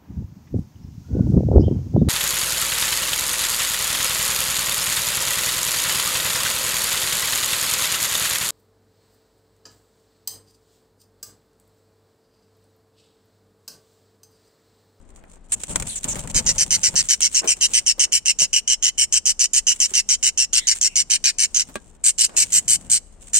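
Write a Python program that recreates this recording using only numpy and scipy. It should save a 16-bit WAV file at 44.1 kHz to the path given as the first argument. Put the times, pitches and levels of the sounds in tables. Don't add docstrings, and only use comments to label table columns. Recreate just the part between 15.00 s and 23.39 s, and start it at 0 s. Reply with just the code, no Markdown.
import sys
import numpy as np
from scipy import signal
from scipy.fft import rfft, irfft, next_fast_len
from scipy.io import wavfile
from scipy.ndimage import uniform_filter1d, minimum_filter1d, map_coordinates

SR = 44100
rng = np.random.default_rng(int(sys.argv[2]) if len(sys.argv) > 2 else 0)


def to_wav(s):
    ch = np.atleast_2d(s).T
    pcm = np.round(np.clip(ch, -1, 1) * 32767)
    wavfile.write(sys.argv[1], SR, pcm.astype(np.int16))


N = 369999
TIME = np.arange(N) / SR

# (frequency [Hz], level [dB])
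ROOM_EQ = [(15, -61), (25, 14.5), (50, 1), (75, 3), (95, -11.5), (213, -4.5), (293, -11.5), (462, -12.5),
           (879, -19), (1120, -22), (7280, -44.5), (15000, -77)]
DRAUGHT_EQ = [(15, -44), (25, 14), (213, 11.5), (405, -2.5), (475, -0.5), (724, -2.5), (2220, -18.5),
              (3000, -15), (3900, -97), (6600, -120)]
RUSTLE_EQ = [(600, -14), (1500, -9), (3000, -3), (5000, -9.5), (7500, 8), (8800, 6), (10500, -15.5),
             (15500, -18.5)]
SCUFF_EQ = [(100, -40), (330, 3.5), (550, 1.5), (800, -1.5), (1400, -7), (2500, -15), (6000, -46)]
THUD_EQ = [(60, -38), (200, 10), (600, 2.5), (1200, 1), (2200, -6.5), (8000, -16)]
FRAME_EQ = [(160, 14.5), (1300, 6), (2400, 9.5), (5000, -53)]
PUFF_EQ = [(10, -40), (28, -3), (60, 3), (170, 0), (400, -20)]
CLACK_EQ = [(100, -17), (250, 2), (1500, -11), (4000, -12), (9000, -49)]

# (time [s], length [s], draught [dB], husks [dB])
SHUFFLES = [(0.48, 0.55, -49.5, -39), (1.883, 0.93, -54.5, -40), (4.646, 0.35, -63, -43.5),
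            (5.719, 0.043, -73, -29.5), (5.903, 1, -58, -57.5), (7.334, 0.19, -51.5, -39),
            (7.485, 0.48, -47, -50), (8.122, 0.37, -55, -52)]
# (time [s], length [s], level [dB])
SCUFFS = [(0.063, 0.31, -57.5), (2.409, 0.085, -37), (2.536, 0.29, -51), (2.95, 0.16, -50),
          (7.274, 0.17, -47)]
# (time [s], level [dB], ring [Hz])
BUMPS = [(0.755, -29.5, 298), (1.047, -27, 255), (1.162, -26.5, 180), (1.386, -29.5, 505),
         (1.488, -29.5, 505), (1.938, -28.5, 158), (2.441, -25.5, 454), (2.979, -34.5, 545),
         (3.415, -33, 628), (3.42, -31.5, 156), (4.913, -37.5, 380), (6.687, -36, 254)]
# (time [s], level [dB], frame relative to tick [dB])
TAPS = [(0.239, -68.5, 27.5), (0.603, -33, -28), (0.635, -18, -11.5), (0.7585, -10.5, -4), (0.799, -19, -8),
        (0.824, -21.5, -3), (1.032, -25, -38), (1.042, -14.5, -33), (1.156, -23, -3.5), (1.193, -22, -30),
        (1.2744, -27, -5), (2.206, -14.5, -22)]
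# (time [s], length [s], level [dB], start pitch [Hz], end pitch [Hz])
SWISHES = [(0.519, 0.034, -16, 8580, 7420), (0.692, 0.052, -32, 8540, 7750), (0.886, 0.07, -30, 9260, 8340),
           (0.894, 0.059, -37.5, 4210, 3320), (0.955, 0.04, -25, 7960, 6650),
           (1.082, 0.058, -22.5, 7700, 6400), (5.599, 0.088, -40, 3400, 3950),
           (5.605, 0.064, -43, 2080, 1950), (5.876, 0.078, -44.5, 2740, 2520)]
# (time [s], length [s], air [dB], feathers [dB])
FLIGHTS = [(0.677, 0.18, -36, -34), (1.043, 0.97, -36, -33.5)]
# (frequency [Hz], width [Hz], level [dB])
CAGE_MODES = [(570, 100, -2.5), (872, 67, -3.5)]
# (time [s], level [dB])
LID_KNOCKS = [(6.756, -19.5), (6.766, -34), (7.294, -36)]
# (frequency [Hz], level [dB], t60 [s])
LID_MODES = [(221, 1, 0.1), (380, -19.5, 0.0557), (587, 5.5, 0.035), (1150, 5.5, 0.052), (1620, 0, 0.069),
             (2440, -2, 0.035), (4000, -15, 0.062)]

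CHIRP_STARTS = [1.345, 1.463, 1.581, 1.706, 1.832, 1.955, 2.087, 2.216, 2.345, 2.474, 2.61, 2.735, 2.863,
                2.994, 3.122, 3.257, 3.388, 3.53, 3.676, 3.825, 3.98, 4.124, 4.255, 4.393, 4.533, 4.668,
                4.801, 4.937, 5.089, 5.228, 5.375, 5.531, 5.670, 5.812, 5.956, 6.1, 6.240, 6.384, 6.545,
                7.039, 7.183, 7.365, 7.521, 7.679, 7.898, 8.333]
HARMONICS_DB = [-6, 0, -6, -19, -27]
# (frequency [Hz], level [dB])
RASP_EQ = [(900, -53.5), (1500, -9.5), (2200, -3), (2900, -3), (3500, 5), (4600, -3), (6000, -13.5),
           (7300, 7), (8700, -13), (9900, -1), (11200, -1), (12600, -11), (15500, -22.5)]
# (time [s], rate [Hz])
PULSE_RATE = [(1.3, 127.3), (3.1, 112.3), (4.2, 113.4), (5.2, 114.3), (6.2, 107), (8.3, 100.5)]
# (progress [0-1], level [dB], pitch [ratio])
EFFORT = [(0, -2, 1.14), (.13, -.3, 1.09), (.27, 1.2, 1.05), (.55, .3, 1.01), (.8, -2.5, .98),
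          (1, -11, .94)]
# (time [s], level [dB])
POT_RING_SEND = [(1.4, -44), (2.2, 6.5), (3.7, 15.5), (4.3, 4), (5.5, 7.5), (6.6, -19), (8.3, -16)]
# (time [s], gain [dB])
NOTCH_GAIN = [(1.4, -13), (3.3, -18), (6.2, -8.5), (7.2, -6)]
# (time [s], gain [dB])
BODY_SHELF = [(1.6, 1), (2.8, -3.5), (4.1, -4), (4.8, -2.5), (5.6, -0.5), (6.4, 2.5), (7.2, -6)]
# (frequency [Hz], lid on [dB], lid off [dB], left minus right [dB])
POT_PATH = [(1340, 5, 5, 1.5), (1960, 2, 1.5, 5), (3086, -2.5, 5, -7), (3220, -9.5, -7, -4),
            (4490, 5.5, 8.5, 3.5), (5450, 9, 6.5, 9), (7290, 7, 3.5, -11), (7810, 5.5, 9.5, -0.5),
            (8560, 9, 12, 19.5), (9940, -13.5, -14, 5), (10910, -0.5, -6.5, 2.5), (12470, -15, -3, 4),
            (15600, 0, -13, -3)]
# (frequency [Hz], left lead [rad])
POT_PHASE = [(0, 0), (1500, -1.2), (2900, -1.9), (4500, -1.5), (16000, -1.4)]

LID_OFF_S = 6.9


def undb(db):
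    return 10 ** (np.asarray(db) / 20)


def unit(x):
    return x / np.sqrt(np.mean(x ** 2) + 1e-18)


def curve(at, points):
    return np.interp(at, *np.transpose(points))


def eq_gains(points, size):
    hz, db = np.transpose(points)
    bins = np.maximum(np.fft.rfftfreq(size, 1 / SR), 1)
    return undb(np.interp(np.log(bins), np.log(hz), db))


def colour(x, points):
    size = next_fast_len(x.shape[-1])
    return irfft(rfft(x, size) * eq_gains(points, size), size)[..., :x.shape[-1]]


def ringing(x, points):
    size = len(x)
    cepstrum = irfft(np.log(eq_gains(points, size)), size)[:size // 2]
    return irfft(rfft(x) * np.exp(2 * rfft(cepstrum, size) - cepstrum[0]), size)


def resonate(x, hz, width_hz):
    return signal.lfilter(*signal.iirpeak(hz, hz / width_hz, fs=SR), x)


def walk(rate, size):
    hold = max(int(SR / rate), 1)
    steps = np.repeat(rng.standard_normal(size // hold + 1), hold)
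    return unit(uniform_filter1d(steps, hold))[:size]


def stereo_noise(likeness, size):
    centre = np.sqrt(likeness) * rng.standard_normal(size)
    return centre + np.sqrt(1 - likeness) * rng.standard_normal((2, size))


def pan(db):
    return undb(np.array([[db], [-db]]) / 2)


def phase_spread(x, points):
    angle = curve(np.fft.rfftfreq(x.shape[-1], 1 / SR), points)
    return irfft(rfft(x) * np.exp(.5j * np.array([angle, -angle])), x.shape[-1])


def fade(t, t60):
    return np.exp(-np.log(1000) * t / t60)


def swell(s, length, attack_s, release_s):
    return np.clip((TIME - s) / attack_s, 0, 1) * np.exp(-np.maximum(TIME - s - length, 0) / release_s)


def add(out, s, x):
    i = max(int(s * SR), 0)
    out[:, i:i + x.shape[-1]] += x[..., :max(N - i, 0)]


def reverb(x, t60, wet_db, predelay_s, size):
    t = np.arange(size) / SR
    response = rng.standard_normal((2, size)) * fade(t, t60) * (t > predelay_s)
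    response *= undb(wet_db) / np.sqrt(np.sum(response ** 2, axis=1, keepdims=True))
    response[:, 0] += 1
    return signal.fftconvolve(np.atleast_2d(x), response, axes=1)[:, :x.shape[-1]]


def room_tone(level_db=-50):
    return unit(colour(stereo_noise(.61, N), ROOM_EQ)) * pan(5.4) * undb(level_db)


def moving_air(gust_db=2):
    return unit(colour(stereo_noise(.86, N), DRAUGHT_EQ) * undb(gust_db * walk(24, N))) * pan(7)


def dry_rustle(grain_db=4.5, flutter_db=5):
    grains = stereo_noise(.045, N) * undb(grain_db * walk(480, N) + flutter_db * walk(34, N))
    return unit(colour(grains, RUSTLE_EQ))


def shuffles(draught, husks, still_db=-62):
    movement = [swell(s, length, attack_s=.062, release_s=.023) for s, length, _, _ in SHUFFLES]
    air_gain, husk_gain = undb(np.array(SHUFFLES)[:, 2:]).T @ movement
    return air_gain * draught + (undb(still_db) + husk_gain) * husks


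def scuffs(grain_db=3.5):
    scrape = unit(colour(stereo_noise(.12, N) * undb(grain_db * walk(110, N)), SCUFF_EQ))
    gain = sum(undb(db) * swell(s, length, attack_s=.035, release_s=.012) for s, length, db in SCUFFS)
    return scrape * gain


def bumps(thud_db=-4, attack_s=.0038):
    out, t = np.zeros((2, N)), np.arange(SR // 4) / SR
    for s, db, hz in BUMPS:
        ring = np.sin(2 * np.pi * hz * t) * fade(t, .082)
        thud = unit(colour(stereo_noise(.072, len(t)), THUD_EQ)) * fade(t, .13)
        add(out, s, undb(db) * (ring + undb(thud_db) * thud) * np.minimum(t / attack_s, 1))
    return out


def taps(trim_db=-1):
    out, t = np.zeros((2, N)), np.arange(SR // 10) / SR
    for s, db, frame_db in TAPS:
        tick = unit(colour(stereo_noise(.032, len(t)), RUSTLE_EQ)) * fade(t, .032)
        frame = unit(colour(stereo_noise(.13, len(t)), FRAME_EQ)) * fade(t, .03)
        add(out, s, undb(db + trim_db) * (tick + undb(frame_db) * frame))
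    return out


def swishes(hiss_db=-4, fall_db=7, width_ratio=.28):
    out = np.zeros((2, N))
    for s, length, db, from_hz, to_hz in SWISHES:
        t = np.arange(int(length * SR)) / SR
        phase = 2 * np.pi * np.cumsum(from_hz * (to_hz / from_hz) ** (t / length)) / SR
        width_hz = width_ratio * from_hz
        band = np.array([walk(width_hz, len(t)) * np.cos(phase) + walk(width_hz, len(t)) * np.sin(phase)
                         for _ in range(2)])
        hiss = unit(colour(stereo_noise(0, len(t)), RUSTLE_EQ))
        edges = np.clip(np.minimum(t / .0029, (length - t) / .0089), 0, 1)
        add(out, s, undb(db - fall_db * t / length) * edges * (band + undb(hiss_db) * hiss))
    return out


def wings(draught, feathers, beat_hz=18.65, sag_db_per_s=5.5):
    stroke = np.abs(beat_hz * TIME + .06 * walk(6, N)) % 1
    strength = undb(2.5 * walk(beat_hz, N))
    flap = unit(strength * undb(4.5 * np.sin(2 * np.pi * stroke)))
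    puffs = unit(colour(flap ** 3, PUFF_EQ))
    whoop_hz = 195 * np.sqrt(stroke) * (1 + .15 * walk(80, N))
    whoop = unit(strength * np.sin(np.pi * stroke) * np.sin(2 * np.pi * np.cumsum(whoop_hz) / SR))
    shake = flap * stereo_noise(.44, N)
    rattle = unit(sum(undb(db) * resonate(shake, hz, width) for hz, width, db in CAGE_MODES))
    body = undb(-5) * puffs + undb(-6) * whoop + undb(-10) * rattle
    air = undb(-3) * flap * draught + body * pan(6.6)
    effort = [swell(s, length, attack_s=.014, release_s=.029)
              * undb(-sag_db_per_s * np.maximum(TIME - s, 0)) for s, length, _, _ in FLIGHTS]
    air_gain, feather_gain = undb(np.array(FLIGHTS)[:, 2:]).T @ effort
    return air_gain * air + feather_gain * flap * feathers


def lid(ring_db=-10, grit_db=-7, clack_db=-6):
    out, t = np.zeros((2, N)), np.arange(SR // 5) / SR
    for s, db in LID_KNOCKS:
        ring = sum(undb(mode_db) * np.sin(2 * np.pi * (hz * t + rng.random((2, 1)) / 2)) * fade(t, t60)
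                   for hz, mode_db, t60 in LID_MODES)
        grit = unit(colour(stereo_noise(.45, len(t)), RUSTLE_EQ)) * fade(t, .034)
        clack = unit(colour(stereo_noise(.085, len(t)), CLACK_EQ)) * fade(t, .061)
        add(out, s, undb(db) * (undb(ring_db) * ring + undb(grit_db) * grit + undb(clack_db) * clack))
    return out


def beak_tick(size, voice_start, level_db=-20, scatter_db=5, early_s=.0035):
    t = (np.arange(size) - voice_start) / SR + early_s * rng.random()
    gain = undb(level_db + scatter_db * rng.standard_normal())
    return gain * unit(colour(rng.standard_normal(size), RASP_EQ)) * fade(np.abs(t), .004) * (t > 0)


def whistle(hz, doubling=0):
    phase = 2 * np.pi * np.cumsum(hz) / SR
    harmonics = sum(undb(db) * np.sin(k * phase) * (k * hz < SR / 2)
                    for k, db in enumerate(HARMONICS_DB, start=1))
    return harmonics + doubling * np.sin(2.5 * phase)


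def syrinx(length, base_hz, pulse_hz, rasp_db, open_share=.82, sweep=.36, crest=.62, tiring_db=-3):
    t = np.arange(6144) / SR
    progress = np.minimum(t / length, 1)
    marks, effort_db, bend = np.transpose(EFFORT)
    head_start_s = .0078 * (1 - np.exp(-t / .02))
    stumble = .34 * progress * walk(60, len(t))
    pulses = np.abs(pulse_hz * (t + head_start_s) + stumble)
    pitch_scatter, level_scatter = rng.standard_normal((64, 2))[pulses.astype(int)].T
    opening = np.minimum(pulses % 1 / open_share, 1)
    gate = np.sin(np.pi * opening)
    dip = sweep * (1 - opening / crest) ** 2
    pitch = base_hz * np.interp(progress, marks, bend) * (1.025 - dip)
    pitch *= 1 + .03 * pitch_scatter + .008 * walk(2400, len(t))
    lower_pitch = pitch * .76 * (1 + .02 * walk(300, len(t)))
    fade_in = np.sqrt(2 * progress)
    whistles = whistle(pitch, doubling=.35 * fade_in) + undb(-12) * fade_in * whistle(lower_pitch)
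    speed = 1 + .08 * (np.sin(np.pi * progress) - 2 / np.pi) - .5 * (dip - dip.mean())
    breath = unit(colour(rng.standard_normal(len(t)), RASP_EQ))
    rasp = map_coordinates(breath, [np.cumsum(speed)], mode="mirror")
    effort = undb(np.interp(progress, marks, effort_db) + 1.8 * level_scatter)
    release = np.clip((length - t) / .003, 0, 1)
    leak = np.maximum(gate * .7, progress) * undb(rasp_db)
    return effort * release * (gate * unit(whistles) * undb(tiring_db * (progress + 1.5)) + leak * rasp)


def throat(voice, hz=2150, shift=.07):
    return voice + resonate(voice, hz * (1 + shift * rng.standard_normal()), width_hz=170)


def clay_pot(voice, s, ring_hz=2930, notch_hz=3540, shelf_hz=5000, scatter_db=1.7, sway_db=1):
    ring = resonate(voice, ring_hz * (1 + .02 * rng.standard_normal()), width_hz=400)
    voice = voice + undb(curve(s, POT_RING_SEND)) * ring
    voice = voice - (1 - undb(curve(s, NOTCH_GAIN))) * resonate(voice, notch_hz, width_hz=280)
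    path_hz, shut_db, open_db, lobe_db = np.transpose(POT_PATH)
    path_db = (open_db if s > LID_OFF_S else shut_db) + scatter_db * rng.standard_normal(len(path_hz))
    path_db += curve(s, BODY_SHELF) * (path_hz < shelf_hz)
    voice = ringing(voice, np.c_[path_hz, path_db])
    smeared = reverb(voice, t60=.04, wet_db=-3.5, predelay_s=.0003, size=2048)
    stereo = np.array([unit(colour(channel, np.c_[path_hz, side * lobe_db / 2]))
                       for channel, side in zip(smeared, (1, -1))])
    return phase_spread(stereo, POT_PHASE) * pan(sway_db * rng.standard_normal())


def begging(level_db=-21.5, gap_share=.49, longest_s=.084, run_hz=2907, rested_hz=3144):
    starts, gaps = np.array(CHIRP_STARTS), np.diff(CHIRP_STARTS)
    lengths = np.minimum(gap_share * np.r_[gaps, np.inf], longest_s)
    warm_up_db = -3 * np.exp(-(starts - starts[0]) / .44)
    open_pot_db = 2.5 * (starts > LID_OFF_S)
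    hz = curve(np.r_[np.inf, gaps], [(.17, run_hz), (.22, rested_hz)])
    hz *= 1 + .024 * rng.standard_normal(len(starts))
    return zip(starts, lengths, level_db + warm_up_db + open_pot_db, hz)


def chick(preroll=336):
    out = np.zeros((2, N))
    for s, length, db, hz in begging():
        voice = syrinx(length, hz, curve(s, PULSE_RATE), rasp_db=-2 if s > LID_OFF_S else -7)
        voice = np.pad(voice, (preroll, 0))
        voice = throat(voice + beak_tick(len(voice), preroll))
        makeup = np.sqrt(len(voice) / (length * SR))
        add(out, s - preroll / SR, clay_pot(voice, s) * undb(db) * makeup)
    return out


def scene():
    spots = chick() + swishes() + taps() + bumps() + lid()
    spots = reverb(spots, t60=.64, wet_db=-33.5, predelay_s=.0056, size=16384)
    bed = room_tone()
    draught, rustle = moving_air(), dry_rustle()
    return spots + bed + wings(draught, rustle) + shuffles(draught, rustle) + scuffs()


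def record(dry, ceiling=.8, window=89, top_hz=15900):
    gain = np.minimum(1, ceiling / (np.abs(dry).max(axis=0) + 1e-9))
    gain = uniform_filter1d(minimum_filter1d(gain, window), window)
    return signal.sosfilt(signal.ellip(10, .2, 80, top_hz, fs=SR, output="sos"), dry * gain)


dry = scene()
out = record(dry)
to_wav(out)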